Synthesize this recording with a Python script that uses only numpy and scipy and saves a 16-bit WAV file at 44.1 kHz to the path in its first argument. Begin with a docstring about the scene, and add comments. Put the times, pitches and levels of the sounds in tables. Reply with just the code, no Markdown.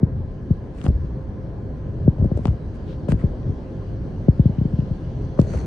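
"""Inside a car in a wash tunnel

Pumps, motors and spray come muffled through the body of a closed car, which passes mostly bass.
Close by, a hand shifts its grip on the microphone housing: impacts give dull bumps and ticks, the
unsteady hand shakes it, and friction of skin and cloth rustles. Narrow hisses squeak a little."""
import sys
import numpy as np
from scipy import signal
from scipy.fft import rfft, irfft, next_fast_len
from scipy.io import wavfile
from scipy.ndimage import uniform_filter1d, minimum_filter1d

SR = 44100
rng = np.random.default_rng(int(sys.argv[2]) if len(sys.argv) > 2 else 0)


def transcribe(u):
    """Save the signal u as a 16-bit wav file named by the first command-line argument.

    u: samples, shape (n,) or (channels, n), limited to [-1, 1]; the rate is SR.
    q: integer samples, one column per channel.
    """
    v = np.clip(np.atleast_2d(u).T, -1, 1)
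    q = np.round(v * 32767).astype(np.int16)
    wavfile.write(sys.argv[1], SR, q)


N = 249606


def gain_of(db):
    """Amplitude ratio of a level in decibels."""
    return 10 ** (np.asarray(db) / 20)


def unit_rms(x):
    """Normalisation to a mean power of 1."""
    return x / np.sqrt(np.mean(x ** 2) + 1e-20)


def curve_at(points, hz):
    """Interpolation on a logarithmic frequency axis."""
    knots_hz, values = np.transpose(points)
    return np.interp(np.log(hz + 1e-3), np.log(knots_hz + 1e-3), values)


def pan(left_db):
    """Level difference between the channels, as left and right gains."""
    return gain_of([left_db / 2, -left_db / 2])[..., None]


def add(mix, start_s, sound):
    """Superposition of a stereo sound on the mix."""
    part = mix[:, round(start_s * SR):][:, :sound.shape[1]]
    part += sound[:, :part.shape[1]]


def noise_pair(count, correlation):
    """Partial coherence: two channels of white noise share a component."""
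    left, other = rng.standard_normal((count, 2)).T
    return np.array([left, correlation * left + np.sqrt(1 - correlation ** 2) * other])


def coloured(x, spectrum, tilt_db=0):
    """Zero-phase filtering by a spectrum, tilted by tilt_db an octave between 60 and 600 Hz."""
    size = x.shape[-1]
    hz = np.fft.rfftfreq(size, 1 / SR)
    octaves = np.log2(np.clip(hz, 60, 600) / 130)
    return irfft(rfft(x) * gain_of(curve_at(spectrum, hz) + tilt_db * octaves), size)


def resonant_noise(hz, width_hz, correlation):
    """Resonance by heterodyning: noise is shifted down by hz, smoothed twice and shifted back."""
    carrier = np.exp(2j * np.pi * hz * np.arange(N) / SR)
    pole = np.exp(-np.pi * width_hz / SR)
    baseband = signal.lfilter([1], [1, -2 * pole, pole ** 2], noise_pair(N, correlation) / carrier)
    return unit_rms((carrier * baseband).real)


def swell(start_s, rise_s, hold_s, fall_s, db, foot_db=-23):
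    """Exponential rise up to start_s, hold and decay; subtracting the foot brings both ends to zero."""
    t = np.arange(N) / SR - start_s
    away = np.maximum(-t / rise_s, 0) + np.maximum((t - hold_s) / fall_s, 0)
    return gain_of(db) * np.maximum(gain_of(foot_db * away) - gain_of(foot_db), 0)


def flicker(depth_db, samples):
    """Random amplitude modulation: a gain whose level is smoothed noise."""
    return gain_of(depth_db * unit_rms(uniform_filter1d(rng.standard_normal(N), samples)))


def diffuse_noise(spectrum, patchy_db):
    """A partly coherent sound field: random short-time spectra with drifting louder patches."""
    # Each row: frequency in Hz, left-right correlation.
    coherence = [(60, 1), (150, 0.94), (360, 0.91), (900, 0.39), (2210, 0.018), (5440, 0.49), (13400, 0.1)]
    # Each row: frequency in Hz, excess of left over right in dB.
    balance = [(60, 0.5), (180, 0), (520, 0.86), (1540, 0.96), (4550, 0.0), (13400, 0.5)]
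    frames, hz = N // 512 + 5, np.fft.rfftfreq(2048, 1 / SR)
    left_re, left_im, other_re, other_im, patches = rng.standard_normal((frames, len(hz), 5)).T
    patches = unit_rms(uniform_filter1d(uniform_filter1d(patches, 20, axis=0), 6, axis=1))
    correlation = curve_at(coherence, hz)[:, None]
    left = left_re + 1j * left_im
    right = correlation * left + np.sqrt(1 - correlation ** 2) * (other_re + 1j * other_im)
    gains = gain_of(curve_at(spectrum, hz)[:, None] + patchy_db * patches) * pan(curve_at(balance, hz))
    _, noise = signal.istft(gains * np.array([left, right]), nperseg=2048, noverlap=1536)
    return unit_rms(noise[:, :N])


def tunnel():
    """Transmission loss: the car body passes the machines' rumble and only a faint hiss of spray."""
    # Each row of both: frequency in Hz, relative spectral density in dB.
    rumble_spectrum = [(12, -39), (20, -8), (112, -1.5), (161, -7.5), (200, -9), (260, -12.5), (373, -16),
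                       (404, -14), (483, -23), (524, -19.5), (556, -22.5), (1010, -34), (2400, -52.5),
                       (3120, -68.5), (5280, -120)]
    spray_spectrum = [(1200, -33), (2000, -2), (2500, -6), (3100, -3), (3700, -8.5), (4400, -5),
                      (5200, -12), (6200, -11.5), (6900, -21), (9500, -23), (10500, -50.5), (13000, -68)]
    # Each row: time in seconds, rumble level in dB, spray level in dB.
    drift = [(0.0, -26.5, -71.5), (0.3, -31.5, -67), (1.0, -30, -65), (1.6, -29.5, -67.5),
             (2.5, -29.5, -63.5), (3.4, -28.5, -63.5), (4.3, -29, -62.5), (4.9, -29, -61),
             (5.4, -28, -62.5), (5.66, -25, -63)]
    times_s, rumble_db, spray_db = np.transpose(drift)
    t = np.arange(N) / SR
    rumble = diffuse_noise(rumble_spectrum, patchy_db=1.4) * gain_of(np.interp(t, times_s, rumble_db))
    spray = diffuse_noise(spray_spectrum, patchy_db=2.05) * gain_of(np.interp(t, times_s, spray_db))
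    return rumble + spray


def motor_hums():
    """Motors and pumps hum as narrow-band noise, which is heard as wavering tones."""
    # Each row: centre in Hz, width in Hz, level in dB.
    bands = [(33, 13, -40), (59.57, 4, -38), (523.3, 11, -52), (1032, 40, -63.5), (1618, 400, -63.5),
             (8500, 300, -92.5)]
    return sum(gain_of(db) * resonant_noise(hz, width_hz, correlation=.9 - hz / 12000)
               for hz, width_hz, db in bands)


def pulse(spectrum, size, tilt_db=0):
    """Windowed impulse response of a spectrum, with a peak of 1 at its middle."""
    response = coloured(signal.unit_impulse(size, "mid"), spectrum, tilt_db) * np.hanning(size)
    return response / abs(response).max()


def housing_bumps():
    """Impact: a soft push plus a knock of the stiffer shell, the hand being nearer the left port."""
    # Each row: time in seconds, push level in dB, hardness in dB an octave, knock level in dB.
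    impacts = [(0.028, 0.5, 0.5, -35.5), (0.118, -20, -16, -40), (0.241, -22, -6, -37),
               (0.505, -1, -4, -30.5), (0.841, -14, 4, -41), (0.861, -11, 6.5, -26), (0.882, -8.5, -1, -25),
               (0.9, -12.5, 6.5, -48), (1.042, -18.5, -2, -44), (2.052, -11.5, -7.5, -43),
               (2.077, 7.5, 3.5, -20.5), (2.184, -27, -1, -30), (2.193, -9.5, -8, -40),
               (2.213, -16.5, 3.5, -25), (2.221, -7.5, 2.5, -40), (2.244, -12.5, 8, -22),
               (2.253, -5.5, 3, -44), (2.315, -6, 0.5, -21), (2.373, -15, 17.5, -26.5),
               (2.39, -15, 2, -24.5), (2.453, -7, 9, -52), (2.478, -11, -5.5, -46), (2.506, -22, 2, -42),
               (2.536, -17.5, -6.5, -38), (3.087, -6, 0.5, -16), (3.121, -4.5, -3, -19),
               (3.139, -9, -3.5, -54), (3.237, -3, -5, -27.5), (3.461, -16.5, 0, -46),
               (3.49, -19, 1.5, -51), (4.283, 9, 2, -17.5), (4.393, 1.5, -2.5, -27.5), (4.454, 0, -3, -27),
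               (4.492, -8.5, -1.5, -50), (4.581, -6, -3, -39), (4.611, -6, -2, -32), (4.651, -5, 0.5, -42),
               (4.732, -7.5, -3, -47), (4.786, -5, -2, -30.5), (4.819, -13, -2, -31),
               (4.907, -9, -9.5, -46), (5.391, 3.5, 3, -10), (5.413, -9.5, -0.5, -27),
               (5.449, -34, -4.5, -28), (5.471, -19, 1, -27), (5.502, -19, -0.5, -31),
               (5.539, -15.5, -3, -22), (5.547, -11.5, -12, -19.5)]
    # Each row of both: frequency in Hz, relative level in dB.
    push_spectrum = [(25, -31.5), (50, -24.5), (70, -4), (100, -2.5), (140, 1.5), (200, -3.5), (280, -12.5),
                     (400, -22), (600, -37), (1000, -66.5), (2000, -140)]
    knock_spectrum = [(150, -51), (300, -15.5), (450, -0.5), (570, 8.5), (750, -10), (1000, -18.5),
                      (1600, -20), (3000, -64), (6000, -140)]
    out, size = np.zeros((2, N + SR)), 4096
    knock = pulse(knock_spectrum, size)
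    for time_s, push_db, hardness_db, knock_db in impacts:
        push = pan(2.5) * gain_of(push_db) * pulse(push_spectrum, size, hardness_db)
        left, right = push + pan(2.2 * rng.uniform(-1, 1)) * gain_of(knock_db) * knock
        add(out, time_s, np.array([left, np.roll(right, 12)]))  # the far port hears it later
    return out[:, size // 2:][:, :N]  # centres each pulse on its time


def hand_shakes():
    """Structure-borne noise: the hand's low shaking and deeper sway reach both sides nearly alike."""
    # Each row: start in seconds, hold in seconds, level in dB.
    shakes = [(0.121, 0.086, -27), (0.853, .04, -21), (0.959, 0.1, -29.5), (1.991, 0.076, -22.5),
              (2.183, 0.082, -21.5), (2.345, .05, -23.5), (2.464, .05, -22), (3.11, .025, -17.5),
              (3.445, .07, -26.5), (5.415, 0.014, -23), (5.496, 0.077, -26)]
    # Each row: start, hold and fall in seconds, level in dB.
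    sways = [(0.868, 0.024, 0.15, -13.5), (2.19, .07, .06, -21.5), (2.43, .06, .05, -28),
             (3.1, .015, .04, -15.5), (3.447, 0.097, .08, -30.5), (5.408, .02, .06, -21.5)]
    # Each row of both: frequency in Hz, relative spectral density in dB.
    shake_spectrum = [(40, -39), (75, 3.5), (120, 1.5), (180, -10.5), (300, -21.5), (600, -25),
                      (1200, -73.5), (2400, -140)]
    sway_spectrum = [(12, -37.5), (25, -2.5), (40, 1.5), (65, 13), (90, 8), (200, -65), (600, -140)]
    shake = unit_rms(coloured(noise_pair(N, correlation=.95), shake_spectrum))
    sway = unit_rms(coloured(noise_pair(N, correlation=1), sway_spectrum))
    shake_rise_s, shake_fall_s, sway_rise_s = .033, .05, .03
    shake *= sum(swell(start_s, shake_rise_s, hold_s, shake_fall_s, db) for start_s, hold_s, db in shakes)
    sway *= sum(swell(start_s, sway_rise_s, hold_s, fall_s, db) for start_s, hold_s, fall_s, db in sways)
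    return pan(1.2) * (shake + sway)


def rubs():
    """Friction of skin and cloth gives grainy noise; a tilt trades its dull part for its bright part."""
    # Each row: start, rise, hold and fall in seconds, level in dB, tilt in dB.
    strokes = [(0.782, 0.079, 0.035, 0.028, -55, 2), (0.859, 0.063, 0.0055, 0.01, -47, 3),
               (.875, .005, .005, 0.1, -65, 7), (2.37, 0.0046, .005, 0.07, -60, 5.5),
               (2.457, 0.064, .003, .09, -53, 3), (2.755, 0.033, .003, .04, -62, 4),
               (3.087, .004, 0.037, 0.015, -44, 1), (3.198, 0.049, 0.021, 0.075, -52, -3.5),
               (5.383, .005, 0.074, .03, -60.5, 4.5), (5.527, 0.16, .06, 0.2, -47.5, -0.5)]
    # Each row: frequency in Hz, relative spectral density in dB.
    spectrum = [(500, -33.5), (900, -7), (1400, -2), (2000, -6), (3200, -15), (5500, -20), (9400, -20.5),
                (10100, -41.5), (11000, -29), (12500, -43)]
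    grain = flicker(depth_db=2.3, samples=80)
    noise = unit_rms(coloured(grain * noise_pair(N, correlation=.29), spectrum))
    dull = signal.lfilter(*signal.butter(2, 3500, fs=SR), noise)
    bright = noise - dull
    return pan(2.5) * sum(swell(*shape) * (dull * gain_of(-tilt_db) + bright * gain_of(tilt_db))
                          for *shape, tilt_db in strokes)


def ticks():
    """Impulse excitation: a sharp click and its brief decaying crackle sound in three bands."""
    # Each row: time in seconds, then peak levels in dB of the dull, middle and bright bands before panning.
    clicks = [(0.786, -50, -48, -52), (0.815, -37, -36, -50), (0.827, -46, -58, -47),
              (0.841, -34, -52, -33), (0.853, -31, -39, -41), (0.865, -19.5, -28.5, -39),
              (0.874, -38, -48, -54), (0.882, -42, -68, -37.5), (2.184, -49, -61, -54),
              (2.212, -44, -67, -52), (2.243, -50, -67.5, -46), (2.375, -45, -63, -39),
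              (2.455, -17, -30.5, -35), (2.471, -31.5, -40, -37), (2.48, -28.5, -40, -47),
              (2.497, -49, -50, -48), (2.529, -48, -50, -52), (2.742, -42, -56, -60),
              (3.084, -31, -43, -56), (3.12, -23.5, -26.5, -49), (3.432, -50, -47, -57),
              (4.587, -42, -47, -66), (4.804, -43, -44, -67), (5.376, -32.5, -54, -61),
              (5.39, -23, -41, -49), (5.4, -43, -43, -31), (5.415, -40, -39, -31), (5.537, -30, -55, -43),
              (5.593, -37, -63, -56.5)]
    # Each row of all three: frequency in Hz, relative level in dB.
    dull = [(300, -70), (700, 8), (1200, 4), (1700, -10), (2400, -23), (4000, -72), (8000, -120)]
    middle = [(600, -77.5), (1500, -9), (2100, -4), (2900, 1.5), (3700, -6), (4800, -21), (9000, -89)]
    bright = [(1200, -77.5), (3000, -21.5), (4300, -1.5), (5200, -2), (6300, -1.5), (9400, -7),
              (10100, -29.5), (12500, -27.5), (14000, -74)]
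    out, t = np.zeros((2, N)), np.arange(-256, 768) / SR
    impulse = np.array([t == 0, np.roll(t == 0, 3)])  # slightly later on the right
    crackle_envelope = gain_of(-15 - 60 * t / .009) * (t > 0)  # falls 60 dB in 9 ms
    for time_s, *peaks_db in clicks:
        burst = impulse + crackle_envelope * noise_pair(len(t), correlation=.4)
        place = pan(6 + 7.5 * rng.uniform(-1, 1))
        for db, spectrum in zip(peaks_db, (dull, middle, bright)):
            band = coloured(burst, spectrum)
            add(out, time_s + t[0], gain_of(db) * place * band / abs(band).max())
    return out


def hisses():
    """Band-limited noise: one resonance gives each fluttering hiss a slight squeak."""
    # Each row: start, rise, hold and fall in seconds, level in dB, centre in Hz, width in Hz.
    bands = [(2.88, 0.046, 0.058, .05, -56, 3360, 2100), (5.05, 0.11, .1, .3, -67, 3000, 600),
             (5.12, .15, 0.33, .03, -74, 6050, 500), (5.5, .15, 0.12, .06, -60, 4350, 400),
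             (5.49, .06, 0.12, .1, -59, 6250, 900)]
    flutter = flicker(depth_db=2.5, samples=700)
    return flutter * sum(swell(*shape) * resonant_noise(hz, width_hz, correlation=.51)
                         for *shape, hz, width_hz in bands)


def scene():
    """Superposition of the wash outside and the handling noise close by."""
    return tunnel() + motor_hums() + housing_bumps() + hand_shakes() + rubs() + ticks() + hisses()


def record(dry):
    """Dispersion delays the bass, so bumps sweep downward; peaks are limited and both band edges cut."""
    size = next_fast_len(N + SR // 4)
    hz = np.fft.rfftfreq(size, 1 / SR)
    low_edge_hz, high_edge_hz, leak_hz, ceiling = 29, 12600, 11970, .91
    group_delay_s = .0145 * (100 / np.maximum(hz, 55)) ** 1.2
    phase_turns = np.cumsum(group_delay_s[::-1])[::-1] * SR / size
    low_cut = 1 / np.sqrt(1 + (low_edge_hz / (hz + 1e-3)) ** 16)
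    swept = irfft(rfft(dry, size) * low_cut * np.exp(2j * np.pi * phase_turns), size)[:, :N]
    safe_gain = np.minimum(ceiling / (abs(swept).max(0) + 1e-9), 1)
    limited = swept * uniform_filter1d(minimum_filter1d(safe_gain, size=201), size=201)
    # Loud bass leaks faintly into the treble as sidebands of a high carrier.
    mono = limited.mean(0)
    carrier = np.cos(2 * np.pi * leak_hz * np.arange(N) / SR)
    leak = gain_of(-64) * mono * np.tanh(abs(mono) / .2) * carrier
    high_cut = signal.firwin(511, high_edge_hz, window=("kaiser", 9), fs=SR)
    return signal.oaconvolve(limited + leak, high_cut[None], "same")


dry = scene()
out = record(dry)
transcribe(out)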